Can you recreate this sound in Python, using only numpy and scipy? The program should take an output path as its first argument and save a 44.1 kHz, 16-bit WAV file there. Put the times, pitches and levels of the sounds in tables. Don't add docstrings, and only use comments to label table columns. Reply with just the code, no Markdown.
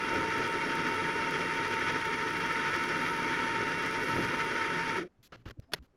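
import sys
import numpy as np
from scipy import signal
from scipy.fft import rfft, irfft, next_fast_len
from scipy.io import wavfile
from scipy.ndimage import map_coordinates

SR = 44100
rng = np.random.default_rng(int(sys.argv[2]) if len(sys.argv) > 2 else 0)


def wrap_up_sound(samples):
    columns = np.atleast_2d(samples).T
    tamed = np.clip(columns, -1, 1)
    steps = np.round(tamed * 32767).astype(np.int16)
    wavfile.write(sys.argv[1], SR, steps)


N = 262836
T = np.arange(N) / SR
MESH_HZ = 914.8
CHUCK_HZ, PULLEY_HZ, IDLER_HZ = 7.68, 12.69, 17.89
BRAKE_S, STOP_S = 4.965, 5.085

# freq_hz, gain_db
ROOM_EQ = [(25, -2.5), (64, -3.5), (220, -9), (400, -13), (900, -20.5), (1500, -23.5), (3000, -34.5),
           (5500, -38.5), (10000, -45.5), (15000, -55.5)]
# crest_s, pitch_hz, half_length_s, level_db
CARRIAGE_BUMPS = [(5.201, 120, .014, -58.5), (5.398, 117, 0.033, -52.5), (5.467, 85, .01, -40.5),
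                  (5.488, 62, 0.014, -45), (5.52, 115, 0.016, -50), (5.578, 300, .006, -50),
                  (5.595, 106, 0.0071, -37.5), (5.597, 520, 0.0025, -51), (5.632, 70, 0.017, -59),
                  (5.701, 259, 0.021, -63), (5.703, 680, 0.012, -60), (5.744, 420, .004, -36.5),
                  (5.748, 140, 0.011, -45), (5.809, 64.4, .02, -48.5), (5.828, 250, .012, -59),
                  (5.95, 380, .014, -66.5)]
# start_s, length_s, level_db, bright_offset_db
SLIDE_STROKES = [(5.228, 0.049, -69, 7.5), (5.321, 0.04, -47, -29), (5.367, 0.059, -66, -18),
                 (5.455, 0.0366, -46, -23), (5.497, 0.0052, -42.5, -17), (5.507, 0.0075, -42.5, -17),
                 (5.598, 0.0018, -59, 2), (5.62, .03, -68.5, -20), (5.719, 0.031, -47.5, -12.5),
                 (5.757, .032, -53.5, -18), (5.823, 0.042, -68, -8)]
# freq_hz, gain_db
SCRAPE_DULL_EQ = [(100, -8.5), (160, 1), (380, -1.5), (650, -11), (980, -13), (1400, -6), (2450, -15),
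                  (2950, -13), (3600, -21), (4200, -18.5), (6200, -29), (8000, -41.5), (14000, -56)]
# freq_hz, gain_db
SCRAPE_BRIGHT_EQ = [(880, -51.5), (1500, -12), (3090, -6), (3760, -5.5), (7600, -12.5), (8460, -19),
                    (12400, -11), (15500, -22.5)]
# start_s, gain_db
POST_HITS = [(5.735, -15)]
# pitch_hz, gain_db, t60_s
POST_MODES = [(370, -14.5, 0.084), (628, -14, .06), (970, -17, .05), (1440, -14, .04), (1970, 0.5, 0.013),
              (2170, -19.5, .035), (2600, -7.5, .025), (3480, 5, 0.017), (3700, -16, .022),
              (4510, -4.5, .02), (5250, -4.5, .025), (6560, -12.5, 0.028), (10640, -9, 0.024)]
# freq_hz, gain_db
CRACK_EQ = [(88, -30), (150, -9), (1620, -6), (1890, 3), (2390, -10.5), (3460, -4.5), (5520, -12),
            (8150, -28), (10900, -15.5), (14600, -28), (15800, -44.5)]
# time_s, gain_db
RUN_FADER = [(0, 0), (4.985, 0), (5.005, -8.5), (5.032, -10.5), (5.04, -21.5), (5.075, -28), (5.09, -71)]
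# pitch_hz, relative_db
DRIVE_TONES = [(7698, -76.5), (8780, -79), (8952, -79), (9119, -79), (9265, -78), (9437, -80.5),
               (9528, -77), (9690, -73), (10029, -73.5), (10675, -80.5)]
# start_s, relative_db
SHARP_TICKS = [(0.1406, -43), (0.3815, -42), (0.4778, -45), (0.526, -45), (0.755, -41), (0.8874, -44.5),
               (0.9467, -44.5), (1.3105, -39.5), (1.6821, -45), (1.7424, -44.5), (1.923, -43.5),
               (2.056, -42), (2.37, -46), (2.4653, -44.5), (2.527, -42.5), (2.7631, -41), (2.8389, -41.5),
               (2.8873, -44.5), (3.1762, -47), (3.8267, -45), (3.8631, -42), (3.9115, -44.5), (4.0442, -43),
               (4.2487, -42), (4.9711, -45.5), (5.4894, -57.5)]
# freq_hz, gain_db
BEARING_EQ = [(7500, -22), (8500, -4.5), (9300, 4.5), (10800, 0), (11300, -4), (13000, -9), (15800, -20.5)]
# freq_hz, gain_db
SIZZLE_EQ = [(8500, -32.5), (10000, 0), (11200, 0), (12500, -7.5), (14000, -13.5), (15800, -25.5)]
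# start_s, hold_s, level_db
CUTTER_BITES = [(0.62, .1, -71), (2.33, .12, -69), (2.98, .14, -62.5), (3.97, .25, -61.5)]
# freq_hz, gain_db
BED_EQ = [(20, -18), (60, -13.5), (130, -15), (175, -3.5), (208, -10), (250, -2), (330, 0), (395, -2),
          (440, 1.5), (480, -6.5), (570, -7), (640, -13.5), (760, -16), (1000, -56.5)]
# crest_s, half_length_s, rumble_rise_db, shudder_rise_db
SHAKE_SURGES = [(0.177, 0.042, 7, 11.5), (0.24, 0.013, 5, 4), (0.423, 0.046, 2, 11), (0.686, 0.029, 6, 1),
                (0.893, .03, 3, 4), (1.05, 0.23, 1, 3.5), (2.452, .03, 4, 3), (3.3, .1, 1.2, 3),
                (4.18, .14, 4, 13.5)]
# time_s, pitch_hz, relative_db
BRAKE_GROAN = [(4.97, 382, -39), (4.988, 380, -33.5), (5.014, 317, -41), (5.044, 364, -47),
               (5.064, 360, -45), (5.08, 362, -69)]
# freq_hz, gain_db
CASE_EQ = [(400, -48.5), (700, -27.5), (880, -5), (1100, -14.5), (1250, -3), (1420, -2), (1580, -6.5),
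           (1750, -3.5), (2080, -2), (2600, -14.5), (3300, -16), (4000, -22), (5800, -23.5), (7200, -35),
           (8300, -40.5), (11000, -70)]
# pitch_hz, nominal_width_hz, relative_db
GEAR_RINGS = [(101.8, 6.9, -57.5), (147.5, 7, -55), (168.8, 9, -52.5), (250.8, 9.1, -51.5),
              (357.4, 23.4, -49.5), (433.7, 25, -51.5), (500, 15, -55.5), (981, 41, -52), (1318, 16.4, -42),
              (1477, 32, -43.5), (1778, 24, -49.5), (2212, 36, -47.5), (2346, 110, -48.5), (2494, 36, -57),
              (3130, 67, -56.5), (3297, 73, -53.5), (3754, 38, -62), (4434, 120, -63.5), (4826, 150, -58.5),
              (5490, 91, -58), (6035, 54, -62.5), (6710, 99, -68), (10690, 160, -70.5), (12440, 70, -84)]
# crest_s, rattle_rise_db
BACKLASH_KNOCKS = [(0.32, 2), (0.71, 1), (1.74, 3.5), (1.90, 3.5), (3.95, 1.5), (4.345, 2), (4.41, 2),
                   (4.63, 1)]
# time_s, main_relative_db, third_relative_db
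WHINE_FADERS = [(0.0, -40.5, -49.5), (0.2, -38.5, -52.5), (1.1, -40.5, -51), (2.1, -38.5, -52.5),
                (2.3, -44, -54.0), (2.45, -39.5, -53), (3.0, -42, -51), (3.1, -39.5, -52.5),
                (3.55, -41.0, -54), (3.75, -43, -48.5), (3.95, -40.5, -51.5), (4.55, -42.5, -53.5),
                (4.7, -39, -52.5), (4.94, -40, -54)]


def amp(db):
    return 10 ** (np.asarray(db) / 20)


def unit(x):
    return x / np.sqrt(np.mean(x ** 2) + 1e-20)


def running():
    return amp(np.interp(T, *np.transpose(RUN_FADER)))


def swell(crest_s, half_s):
    return np.exp(-((T - crest_s) / half_s) ** 2)


def release(start_s, decay_s):
    return np.exp(-np.maximum(T - start_s, 0) / decay_s)


def noise():
    return rng.standard_normal(N)


def wobble(rate):
    return unit(map_coordinates(rng.standard_normal(int(N * rate / SR) + 4), [T * rate]))


def impacts(per_s, spread_db):
    return unit((rng.random(N) < per_s / SR) * np.sign(noise()) * amp(spread_db * noise()))


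def filtered(x, response):
    size = next_fast_len(N + SR // 2)
    return irfft(rfft(x, size) * response(np.fft.rfftfreq(size, 1 / SR)), size)[:N]


def coloured(x, eq):
    freqs, db = np.transpose(eq)
    return unit(filtered(x, lambda hz: amp(np.interp(np.log(hz + 1), np.log(freqs + 1), db))))


def resonance(hz, centre, width):
    return 1j * hz * width / (centre ** 2 - hz ** 2 + 1j * hz * width)


def noise_band(centre_hz, width_hz):
    return unit(filtered(noise(), lambda hz: resonance(hz, centre_hz, width_hz) ** 2))


def room_tone(level_db):
    return amp(level_db) * coloured(noise(), ROOM_EQ)


def steel_ping(start_s, pitch_hz, width_hz, level_db, t60_s):
    envelope = (T > start_s) * amp(level_db - 60 * np.abs(T - start_s) / t60_s)
    return envelope * noise_band(pitch_hz, width_hz)


def carriage_bumps(roughness):
    grit = 1 + roughness * wobble(500)
    return grit * sum(amp(db) * swell(crest, half) * np.cos(2 * np.pi * hz * (T - crest))
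                      for crest, hz, half, db in CARRIAGE_BUMPS)


def friction(eq):
    return coloured(noise() + .6 * impacts(per_s=1500, spread_db=3), eq)


def slide_scrapes(attack_s, release_s, fade_db, uneven_db):
    dull, bright = np.zeros(N), np.zeros(N)
    for start, length, db, bright_db in SLIDE_STROKES:
        attack = np.clip((T - start) / attack_s, 0, 1)
        progress = np.clip((T - start) / length, 0, 1)
        stroke = attack * amp(db - fade_db * progress) * release(start + length, release_s)
        dull += stroke
        bright += stroke * amp(bright_db)
    flicker = amp(uneven_db * wobble(120))
    return flicker * (dull * friction(SCRAPE_DULL_EQ) + bright * friction(SCRAPE_BRIGHT_EQ))


def tool_post_clack(ring_db, crack_db, crack_t60_s, choke_s):
    out, t = np.zeros(N), np.arange(SR // 6) / SR
    gate = (1 - np.exp(-t / .0004)) * np.exp(-np.maximum(t - choke_s, 0) / 0.0018)
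    for start, db in POST_HITS:
        ring = sum(amp(mode_db + rng.normal(0, 1) - 60 * t / t60)
                   * np.sin(2 * np.pi * (hz * t + rng.random())) for hz, mode_db, t60 in POST_MODES)
        crack = coloured(noise(), CRACK_EQ)[:len(t)] * amp(-60 * t / crack_t60_s)
        out[round(start * SR):][:len(t)] += amp(db) * gate * (amp(ring_db) * ring + amp(crack_db) * crack)
    return out


def motor_drive(gain_db, waver_hz):
    drift = waver_hz * wobble(12)
    tones = np.zeros(N)
    for hz, db in DRIVE_TONES:
        level = amp(db + gain_db + 2.7 * wobble(20))
        pitch = hz + drift + 3 * wobble(40)
        tones += level * np.sin(2 * np.pi * np.cumsum(pitch) / SR)
    return tones


def ticks(sharp_gain_db, crackle_db, per_s, spread_db, t60_s):
    hits = running() * amp(crackle_db - spread_db * rng.random(N)) * (rng.random(N) < per_s / SR)
    for start, db in SHARP_TICKS:
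        hits[round(start * SR)] += amp(db + sharp_gain_db)
    snap = amp(-60 * np.arange(SR // 100) / SR / t60_s)
    return signal.fftconvolve(hits, snap)[:N]


def cutter(hiss_db, graze_db, attack_s, release_s):
    bites = sum(amp(db) * np.clip((T - start) / attack_s, 0, 1) * release(start + hold, release_s)
                for start, hold, db in CUTTER_BITES)
    hiss = amp(hiss_db) * coloured(noise(), BEARING_EQ)
    sizzle = coloured(noise() + impacts(per_s=1190, spread_db=5.5), SIZZLE_EQ)
    return hiss + np.hypot(amp(graze_db), bites) * sizzle


def surges():
    return sum(np.outer([rumble_db, shudder_db], swell(crest, half))
               for crest, half, rumble_db, shudder_db in SHAKE_SURGES)


def bed_rumble(rumble_db, uneven_db, shudder_db, shaft_hz, hum_db, braking_db):
    rumble_rise, shudder_rise = surges()
    braking = np.clip((T - BRAKE_S) / (STOP_S - BRAKE_S), 0, 1)
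    level = amp(rumble_db + rumble_rise + uneven_db * wobble(20) + braking_db * braking ** 2)
    rumble = level * coloured(noise() + 0.68 * impacts(per_s=120, spread_db=2), BED_EQ)
    shudder = amp(shudder_db + shudder_rise + 2 * wobble(10)) * noise_band(centre_hz=118, width_hz=80)
    hum = amp(hum_db) * np.sin(2 * np.pi * shaft_hz * T)
    turning = np.clip((STOP_S - T) / 0.012, 0, 1)
    return turning * rumble + running() * (shudder + hum)


def brake_groan(gain_db, sub_octave_db, fade_s):
    times, hz, db = np.transpose(BRAKE_GROAN)
    phase = 2 * np.pi * np.cumsum(np.interp(T, times, hz)) / SR
    gate = np.clip(np.minimum(T - BRAKE_S, STOP_S - T) / fade_s, 0, 1)
    level = amp(np.interp(T, times, db) + gain_db) * gate
    return np.sqrt(2) * level * (np.sin(phase) + amp(sub_octave_db) * np.sin(phase / 2))


def guard_ring(x, t60_s, wet):
    t = np.arange(SR // 6) / SR
    tail = rng.standard_normal(len(t)) * amp(-60 * t / t60_s)
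    return x + wet * signal.fftconvolve(x, tail / np.linalg.norm(tail))[:N]


def turn(hz, crest_s):
    return np.cos(2 * np.pi * hz * (T - crest_s))


def gear_rattle(rattle_db, rings_gain_db, grain, uneven_db, surge_share):
    turns_db = 0.24 * turn(CHUCK_HZ, 0.064) + 0.54 * turn(PULLEY_HZ, 0.08) + .45 * turn(IDLER_HZ, 0.047)
    knocks_db = sum(db * swell(crest, half_s=0.01) for crest, db in BACKLASH_KNOCKS)
    rumble_rise, _ = surges()
    flicker_db = uneven_db * wobble(50) + 0.24 * wobble(6)
    throb = amp(turns_db + knocks_db + surge_share * rumble_rise + flicker_db)
    blows = guard_ring(noise() + grain * impacts(per_s=600, spread_db=1.5), t60_s=.12, wet=0.29)
    case = amp(rattle_db) * coloured(throb * blows, CASE_EQ)
    rings = sum(amp(db) * noise_band(hz, 1.72 * width) for hz, width, db in GEAR_RINGS)
    return case + amp(rings_gain_db) * throb * rings


def gear_whine(main_gain_db, third_gain_db, flutter_hz, drift_hz, shake_db, third_shake_db,
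               smear_rad, sway_rad, release_s):
    times, main_db, third_db = np.transpose(WHINE_FADERS)
    pitch = MESH_HZ + flutter_hz * wobble(40) + drift_hz * wobble(9)
    phase = 2 * np.pi * np.cumsum(pitch) / SR
    sway = sway_rad * np.sin(2 * np.pi * CHUCK_HZ * T + .6 * wobble(2.05))
    shake = unit(1 + (amp(shake_db) - 1) * wobble(36))
    main_level = amp(np.interp(T, times, main_db) + main_gain_db) * shake
    main = main_level * np.sin(phase + sway + smear_rad * wobble(40))
    third_level = amp(np.interp(T, times, third_db) + third_gain_db + third_shake_db * wobble(30))
    third = third_level * np.sin(3 * phase)
    return np.sqrt(2) * release(BRAKE_S, release_s) * (main + third)


def scene():
    machine = gear_whine(main_gain_db=-.5, third_gain_db=2.5, flutter_hz=2.42, drift_hz=1.797,
                         shake_db=2.5, third_shake_db=1.3, smear_rad=0.67, sway_rad=0.6, release_s=0.027)
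    machine += gear_rattle(rattle_db=-35.5, rings_gain_db=-0.22, grain=0.77, uneven_db=0.77,
                           surge_share=0.16)
    machine += motor_drive(gain_db=6, waver_hz=3)
    machine += cutter(hiss_db=-64.5, graze_db=-76, attack_s=.05, release_s=.17)
    mix = running() * machine
    mix += bed_rumble(rumble_db=-41, uneven_db=1.14, shudder_db=-55.5, shaft_hz=45.8, hum_db=-61,
                      braking_db=-17)
    mix += brake_groan(gain_db=1, sub_octave_db=-11, fade_s=0.0069)
    mix += slide_scrapes(attack_s=0.0016, release_s=0.0013, fade_db=3.5, uneven_db=1)
    mix += carriage_bumps(roughness=0.52)
    mix += steel_ping(start_s=5.625, pitch_hz=5080, width_hz=250, level_db=-81, t60_s=.3)
    mix += tool_post_clack(ring_db=-8.5, crack_db=-7.5, crack_t60_s=0.04, choke_s=0.014)
    mix += ticks(sharp_gain_db=16, crackle_db=-32, per_s=40, spread_db=9, t60_s=0.00033)
    mix += room_tone(level_db=-69.5)
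    return mix[None]


def record(dry):
    high_cut_hz = 15850
    hollow = lambda hz: 1 - 0.6 * resonance(hz, 8370, 600)
    return filtered(dry[0], lambda hz: hollow(hz) * (hz < high_cut_hz))[None]


dry = scene()
out = record(dry)
wrap_up_sound(out)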